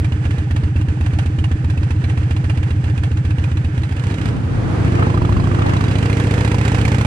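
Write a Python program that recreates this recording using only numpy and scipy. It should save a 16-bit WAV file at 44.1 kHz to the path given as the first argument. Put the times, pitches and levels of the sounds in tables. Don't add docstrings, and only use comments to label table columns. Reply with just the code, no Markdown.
import sys
import numpy as np
from scipy import signal
from scipy.fft import rfft, irfft
from scipy.io import wavfile
from scipy.ndimage import uniform_filter1d

SR = 44100
rng = np.random.default_rng(int(sys.argv[2]) if len(sys.argv) > 2 else 0)


def unload_audio(sound):
    columns = np.transpose(np.atleast_2d(sound))
    steps = np.round(np.clip(columns, -1, 1) * 32767)
    wavfile.write(sys.argv[1], SR, steps.astype(np.int16))


N = 311326
T, HZ = np.arange(N) / SR, np.arange(1, N // 2 + 2) * SR / N

EAR_BALANCE = [(60, -1), (110, -1.0), (200, -1), (380, -1), (700, -9.5), (1290, -9.5), (2380, -9),
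               (4400, -6.5), (8120, -10), (15000, -4)]
EAR_LEAD = [(0, 0), (430, 0.44), (780, -2), (1550, -2.5), (2410, -5.5), (2760, -4.5), (3880, -4.5),
            (4310, -5), (5080, -8), (7750, -9), (9300, -15), (11600, -8.5), (14200, -6), (15200, -12.5)]
EAR_LIKENESS = [(60, 1), (300, .9), (650, .65), (1500, .62), (4000, .55), (9000, .4)]  # f/Hz, likeness/0-1
# f/Hz, relative level/dB
WIND_COLOUR = [(15, -21), (45, -6.5), (120, -11.5), (250, -16.5), (500, -33.5), (1500, -56), (8000, -100)]
ROAD_COLOUR = [(100, -12), (250, -1.5), (500, -9.5), (900, -15.5), (1400, -17), (2500, -27), (5000, -38),
               (10000, -46), (15500, -105.5)]
WHOOSH_COLOUR = [(250, -8.5), (500, -10), (1000, -12.5), (2000, -20), (3500, -36), (8000, -50),
                 (15500, -87)]
RATTLE_COLOUR = [(210, -14), (350, -2), (367, -5), (417, -1), (619, -12.5), (920, -11), (1060, -14.5),
                 (1730, -9), (2200, -16.5), (2620, -15.5), (3950, -26.5), (8730, -33), (13800, -59),
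                 (15400, -72)]
IDLE_CRACK_COLOUR = [(300, -18), (800, 3), (1300, -5), (1750, 2), (2150, -4.5), (2650, -4), (3600, -10),
                     (5000, -16.5), (7800, -19.5), (10000, -23), (12000, -34), (15500, -43)]
HOT_CRACK_COLOUR = [(300, -21), (800, 5.5), (1300, -3), (2000, 2), (2650, -2), (3600, -7.5), (5000, -12.5),
                    (7800, -14.5), (10000, -21), (12000, -29), (15500, -38)]
# t/s, level/dB
BREEZE_FADER = [(3.7, -65), (4.2, -54), (5.0, -26), (7.06, -33)]
ROAD_FADER = [(3.7, -86), (3.9, -58), (4.33, -25), (4.75, -22.5), (5.0, -26.5), (5.85, -28), (6.1, -29.5),
              (7.06, -47)]
IDLE_FADER = [(0, -12), (3.7, -12), (4.0, -17.5), (4.3, -22.5), (4.55, -15.5)]
# t/s, pipe level/dB, crack level/dB
RIDE_FADERS = [(3.7, -42, -40), (3.9, -25.5, -31), (4.1, -17, -28), (4.29, -16.5, -25), (4.33, -22.5, -42),
               (4.62, -16.5, -47), (4.75, -13, -60), (4.85, -11.5, -26.5), (5.2, -13, -31), (5.6, -13, -26),
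               (6.1, -13, -21), (7.06, -10.5, -17.5)]
# t/s, length/s, level/dB
GUST_SWELLS = [(4.25, .12, -25), (4.38, .1, -20), (4.6, .2, -22), (4.85, .08, -24), (5.32, .08, -27),
               (5.46, .1, -24), (6.75, .15, -36)]
WHOOSH_SWELLS = [(4.864, 0.06, -25), (5.015, 0.16, -20.5), (5.63, 0.16, -24.5), (5.718, 0.15, -25)]
# t/s, f/Hz, level/dB
WHINE_PATH = [(4.6, 352.5, -65), (4.8, 349, -27), (5.0, 344.6, -27.5), (5.5, 349.7, -26.5),
              (5.75, 349, -34), (5.95, 351, -56)]
# f/Hz, idle level/dB, riding level/dB, t60/s
METAL_MODES = [(415, -24, -27, .05), (1780, -32, -28, .035), (2450, -22, -21, .042), (2750, -20, -20, .045),
               (3300, -28, -20, .04), (3950, -28, -21, .04), (4700, -36, -28, .035)]
# share of valve-open time, pitch f/Hz, level/dB, overtone f/Hz, level/dB
FRONT_IDLE_STROKE = [(0, 90, -9, 284, -11), (.2, 94.8, 2, 227, -13), (.42, 73.8, -3, 213.7, -19),
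                     (.65, 82.5, 4, 251.4, -21), (.85, 114, -1.5, 302, -21), (.96, 179, -2.5, 303, -10),
                     (1.05, 135, -19, 306.2, -11)]
REAR_IDLE_STROKE = [(0, 84.3, -16.5, 256, -38.5), (0.151, 98.8, 2.5, 247.5, -11.5), (.4, 91, 3, 240, -55),
                    (.7, 117.7, 2, 274, -33), (.95, 156, 3, 341, -67.5), (1.05, 116.8, -4, 311, -25.5)]
FRONT_RIDE_STROKE = [(0, 71.3, -12, 300, -21), (.2, 134, 8, 249.3, -9.5), (.36, 102, 5.5, 241.5, -5),
                     (.58, 62, 1.5, 244, -11.5), (.82, 102, -2, 265, -16.5), (.97, 197, 4.5, 301, -37.5),
                     (1.05, 131, -16.5, 310.6, -12)]
REAR_RIDE_STROKE = [(0, 92.7, -11, 270, -21.5), (.2, 121.7, 8, 278.7, -25), (.45, 103.2, 5.5, 288, -9.5),
                    (.72, 111, 0.5, 282.5, -16.5), (0.922, 188, 2, 310, -27.5),
                    (1.052, 125, -19, 297.2, -14)]
# t/s, bark f/Hz, bark level/dB, third partial against overtone/dB, metal level/dB
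IDLE_VOICING = [(0, 890, -20, -32.5, -3.5), (4.5, 790, -31, -19, -3)]
RIDE_VOICING = [(3.701, 1050, -15, -15, -1), (4.3, 1030, -9, -9.5, -2.5), (4.4, 900, -28, -29, -14),
                (4.8, 976, -41, -12, -10), (5.0, 1112, 0.5, -2.5, -2), (5.7, 1090, -1, -22, -2),
                (5.9, 1010, -9.5, -6, 6), (6.3, 880, -6.5, -0.5, -3), (7.06, 830, -5, -8, -2.5)]
# t/s, speed/rpm
IDLE_REVS = [(-.02, 942.3), (.15, 890.7), (.35, 941.9), (.9, 968.2), (1.3, 948.1), (2.1, 890.3),
             (2.6, 911.9), (3.0, 868.6), (3.6, 924), (3.8, 899), (4.5, 916)]
RIDE_REVS = [(3.7, 1648.3), (4.3, 1644.4), (4.7, 1594.4), (4.85, 1654.8), (5.05, 1599.3), (5.5, 1626.6),
             (6.0, 1658.5), (6.5, 1766.1), (7.2, 1851.5)]
# t/s, charge/dB, crack level/dB
REAR_STUMBLES = [(.12, -3, -25), (.38, -6, -22), (.63, -3.5, -22), (.88, -8.5, -14), (1.26, -4, -25),
                 (1.51, -8.5, -25), (1.9, 1.5, -10), (2.17, 0.5, -2.5), (2.7, 1.5, -8), (2.84, 0.5, -1.5),
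                 (3.64, -6, -26), (4.04, -12.5, 7), (4.17, -24, -13), (4.3, -6, 5), (4.44, -16, -7)]

OPEN_SHARE, REAR_LAG, VALVE_SEATS = .37, .423, .73
PITCH_T60_S, OVERTONE_T60_S = .31, .28
GUST_DB, FLICKER_DB, CRACK_SCATTER_DB = 2.4, 1.5, 1.1
HOT_FROM_DB, HOT_SPAN_DB = -36.5, 14.5


def undb(db):
    return 10 ** (np.asarray(db) / 20)


def curves(table):
    s, *columns = np.transpose(table)
    return [np.interp(T, s, c) for c in columns]


def over_hz(table):
    f, v = np.transpose(table)
    return np.interp(np.log(HZ), np.log(np.maximum(f, 1)), v)


def walk(rate):
    k = int(SR / rate)
    steps = np.repeat(rng.standard_normal(N // k + 1), k)
    return 1.33 * uniform_filter1d(uniform_filter1d(steps, k), k)[:N]


def swells(events, t):
    return sum(height * np.exp(-((t - at) / length) ** 2 * 4) for at, length, height in events)


def add(out, s, grain):
    i = int(round(s * SR))
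    part = grain[max(-i, 0):max(N - i, 0)]
    out[max(i, 0):max(i, 0) + len(part)] += part


def ring(t, hz, db, t60):
    return undb(db - 60 * t / t60) * np.sin(2 * np.pi * hz * t)


def ears():
    lead = np.exp(1j * np.interp(HZ, *np.transpose(EAR_LEAD)))
    return lead, np.clip(over_hz(EAR_LIKENESS), 0, 1), over_hz(EAR_BALANCE)


def at_ears(tone):
    lead, _, pan_db = ears()
    return irfft([rfft(tone) * lead * undb(pan_db / 2), rfft(tone) * undb(-pan_db / 2)], N)


def noise(spectrum, envelope, like, pan_db):
    colour = undb(over_hz(spectrum))
    colour /= np.sqrt(np.mean(colour ** 2))
    right, other = rfft(rng.standard_normal((2, N)) * envelope) * colour
    left = like * right + np.sqrt(np.clip(1 - np.abs(like) ** 2, 0, 1)) * other
    return irfft([left * undb(pan_db / 2), right * undb(-pan_db / 2)], N)


def bike_noise(spectrum, envelope):
    lead, like, pan_db = ears()
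    return noise(spectrum, envelope, lead * like, pan_db)


def road_roar():
    lead, like, pan_db = ears()
    level = undb(curves(ROAD_FADER)[0] + 1.5 * walk(11))
    return noise(ROAD_COLOUR, level, .25 * lead * like, .33 * pan_db)


def wind():
    gusts = swells([(at, length, undb(db)) for at, length, db in GUST_SWELLS], T)
    blowing = undb(curves(BREEZE_FADER)[0]) + gusts
    return noise(WIND_COLOUR, blowing * undb(GUST_DB * walk(25)), like=.41, pan_db=2.1)


def whooshes():
    level = swells([(at, length, undb(db)) for at, length, db in WHOOSH_SWELLS], T)
    return noise(WHOOSH_COLOUR, level, like=-.82, pan_db=2.5)


def whine():
    hz, db = curves(WHINE_PATH)
    return undb(db + FLICKER_DB * walk(14)) * np.sin(2 * np.pi / SR * np.cumsum(hz))


def valve_rattle(db):
    return bike_noise(RATTLE_COLOUR, undb(db + FLICKER_DB * walk(40)))


def valve_knock(luck):
    return ring(np.arange(SR // 10) / SR, hz=790 * (1 + .016 * luck[0]), db=-21 + 2.2 * luck[1], t60=.06)


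def metal_ring(t, db, under_load, luck):
    metal = np.zeros(len(t))
    for (hz, idle_db, ride_db, t60), (detune, accent) in zip(METAL_MODES, luck.reshape(-1, 2)):
        mode_db = ride_db if under_load else idle_db
        metal += ring(t, hz * (1 + .035 * detune), db + mode_db + 4 * accent, t60)
    return metal * (1 - np.exp(-t / .0015))


def gas_puff(t, decay_s):
    return (1 - np.exp(-t / .0013)) * (np.exp(-t / decay_s) + .17 * np.exp(-t / .025))


def pipe_bark(t, hz, db):
    cluster = sum(ring(t, ratio * hz, db + trim_db, t60=.03)
                  for ratio, trim_db in ((.68, -3), (.86, -5), (1, 2), (1.3, -7)))
    return cluster * (1 - np.exp(-t / .0015))


def pipe_tone(t, open_s, stroke, charge_db, third_db, tuning):
    share, *columns = np.transpose(stroke)
    progress = t / open_s
    low_hz, low_db, high_hz, high_db = (np.interp(progress, share, c) for c in columns)
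    shut_s = np.maximum(t - share[-1] * open_s, 0)
    low_phase, high_phase = 2 * np.pi / SR * tuning * np.cumsum([low_hz, high_hz], axis=1)
    body = undb(low_db - 60 * shut_s / PITCH_T60_S) * np.sin(low_phase)
    overtones = np.sin(high_phase) + undb(third_db) * np.sin(1.56 * high_phase)
    overtones *= undb(high_db - 60 * shut_s / OVERTONE_T60_S)
    pump_db = 1.5 * charge_db * np.clip(1 - progress / 1.045, -.4, 1)
    return (body + overtones) * undb(pump_db)


def cylinder(opens, lengths, charges, cracks, stroke, under_load):
    tone, gas, t = np.zeros(N), np.zeros(N), np.arange(SR // 4) / SR
    when, *voices = np.transpose(RIDE_VOICING if under_load else IDLE_VOICING)
    puff = gas_puff(t, decay_s=.0046 if under_load else .0102)
    for s, length, charge_db, crack_db in zip(opens, lengths, charges, cracks):
        luck = rng.standard_normal(4 + 2 * len(METAL_MODES))
        bark_hz, bark_db, third_db, metal_db = (np.interp(s, when, v) for v in voices)
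        add(tone, s, pipe_tone(t, OPEN_SHARE * length, stroke, charge_db, third_db, 1 + .011 * luck[0]))
        bark = pipe_bark(t, bark_hz * (1 + .083 * luck[2]), bark_db + .5 * crack_db + 1.9 * luck[3])
        add(tone, s + .00095, bark)
        add(gas, s + .0025, undb(crack_db + CRACK_SCATTER_DB * luck[1]) * puff)
        add(tone, s + .004, metal_ring(t, metal_db + crack_db, under_load, luck[4:]))
    return tone, gas


def firings(rpm, first_s):
    step_s = .001
    t = np.arange(rpm[0][0], rpm[-1][0], step_s)
    revs = np.interp(t, *np.transpose(rpm))
    cycles = np.cumsum(revs) * step_s / 120
    cycles -= np.interp(first_s, t, cycles)
    opens = np.interp(np.arange(int(cycles[-1]) + 1), cycles, t)
    return opens, np.interp(opens, t, revs)


def v_twin(opens, accents_db, front_stroke, rear_stroke, under_load):
    front_charge, rear_charge, front_crack, rear_crack = accents_db.T
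    lengths = np.append(np.diff(opens), opens[-1] - opens[-2])
    rear_opens = opens + REAR_LAG * lengths
    tone, gas = cylinder(opens, lengths, front_charge, front_crack, front_stroke, under_load)
    rear_tone, rear_gas = cylinder(rear_opens, lengths, rear_charge, rear_crack, rear_stroke, under_load)
    for s in opens + VALVE_SEATS * lengths:
        add(tone, s, valve_knock(rng.standard_normal(2)))
    return tone + rear_tone, gas + rear_gas


def idling_engine():
    opens, revs = firings(IDLE_REVS, first_s=-.0135)
    accents_db = rng.normal([2.5, .7, 3, 4.5], [.6, .6, 1.2, 1.8], (len(opens), 4))
    accents_db[:, 0] += 3 * (revs - 900) / 100
    for at, charge_db, crack_db in REAR_STUMBLES:
        accents_db[np.argmin(np.abs(opens - at)), 1::2] = charge_db, crack_db
    tone, gas = v_twin(opens, accents_db, FRONT_IDLE_STROKE, REAR_IDLE_STROKE, under_load=False)
    cracks = bike_noise(IDLE_CRACK_COLOUR, undb(-20) * gas)
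    rattle = valve_rattle(db=-24.5)
    rumble = noise(WIND_COLOUR, undb(-22.5 + GUST_DB * walk(7.1)), like=.94, pan_db=0)
    return undb(curves(IDLE_FADER)[0]) * (at_ears(tone) + cracks + rattle + rumble)


def riding_engine():
    pipe_db, crack_db = curves(RIDE_FADERS)
    opens, revs = firings(RIDE_REVS, first_s=3.7427)
    charge_db = 2 - (revs - 1600) / 100
    charge_db += swells([(4.66, .22, -5)], opens)
    scatter_db = rng.standard_normal((len(opens), 4)) * [.4, .4, CRACK_SCATTER_DB, CRACK_SCATTER_DB]
    accents_db = charge_db[:, None] + scatter_db
    tone, gas = v_twin(opens, accents_db, FRONT_RIDE_STROKE, REAR_RIDE_STROKE, under_load=True)
    hot = np.clip((crack_db - HOT_FROM_DB) / HOT_SPAN_DB, 0, 1)
    cracks = bike_noise(HOT_CRACK_COLOUR, np.sqrt(hot) * undb(crack_db) * gas)
    cracks += bike_noise(IDLE_CRACK_COLOUR, np.sqrt(1 - hot) * undb(crack_db) * gas)
    fade_in = np.clip((T - RIDE_FADERS[0][0]) / .33, 0, 1)
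    rattle = fade_in * valve_rattle(db=-15.5 + .64 * crack_db)
    return at_ears(undb(pipe_db) * tone) + cracks + rattle


def scene():
    return idling_engine() + riding_engine() + road_roar() + wind() + whine() + whooshes()


def record(dry):
    low_cut = signal.butter(2, 22, "high", fs=SR, output="sos")
    high_cut = signal.ellip(10, .2, 80, 15600, fs=SR, output="sos")
    rounded = np.tanh(1.036 * signal.sosfilt(low_cut, dry)) / 1.205
    return signal.sosfilt(high_cut, rounded)


dry = scene()
out = record(dry)
unload_audio(out)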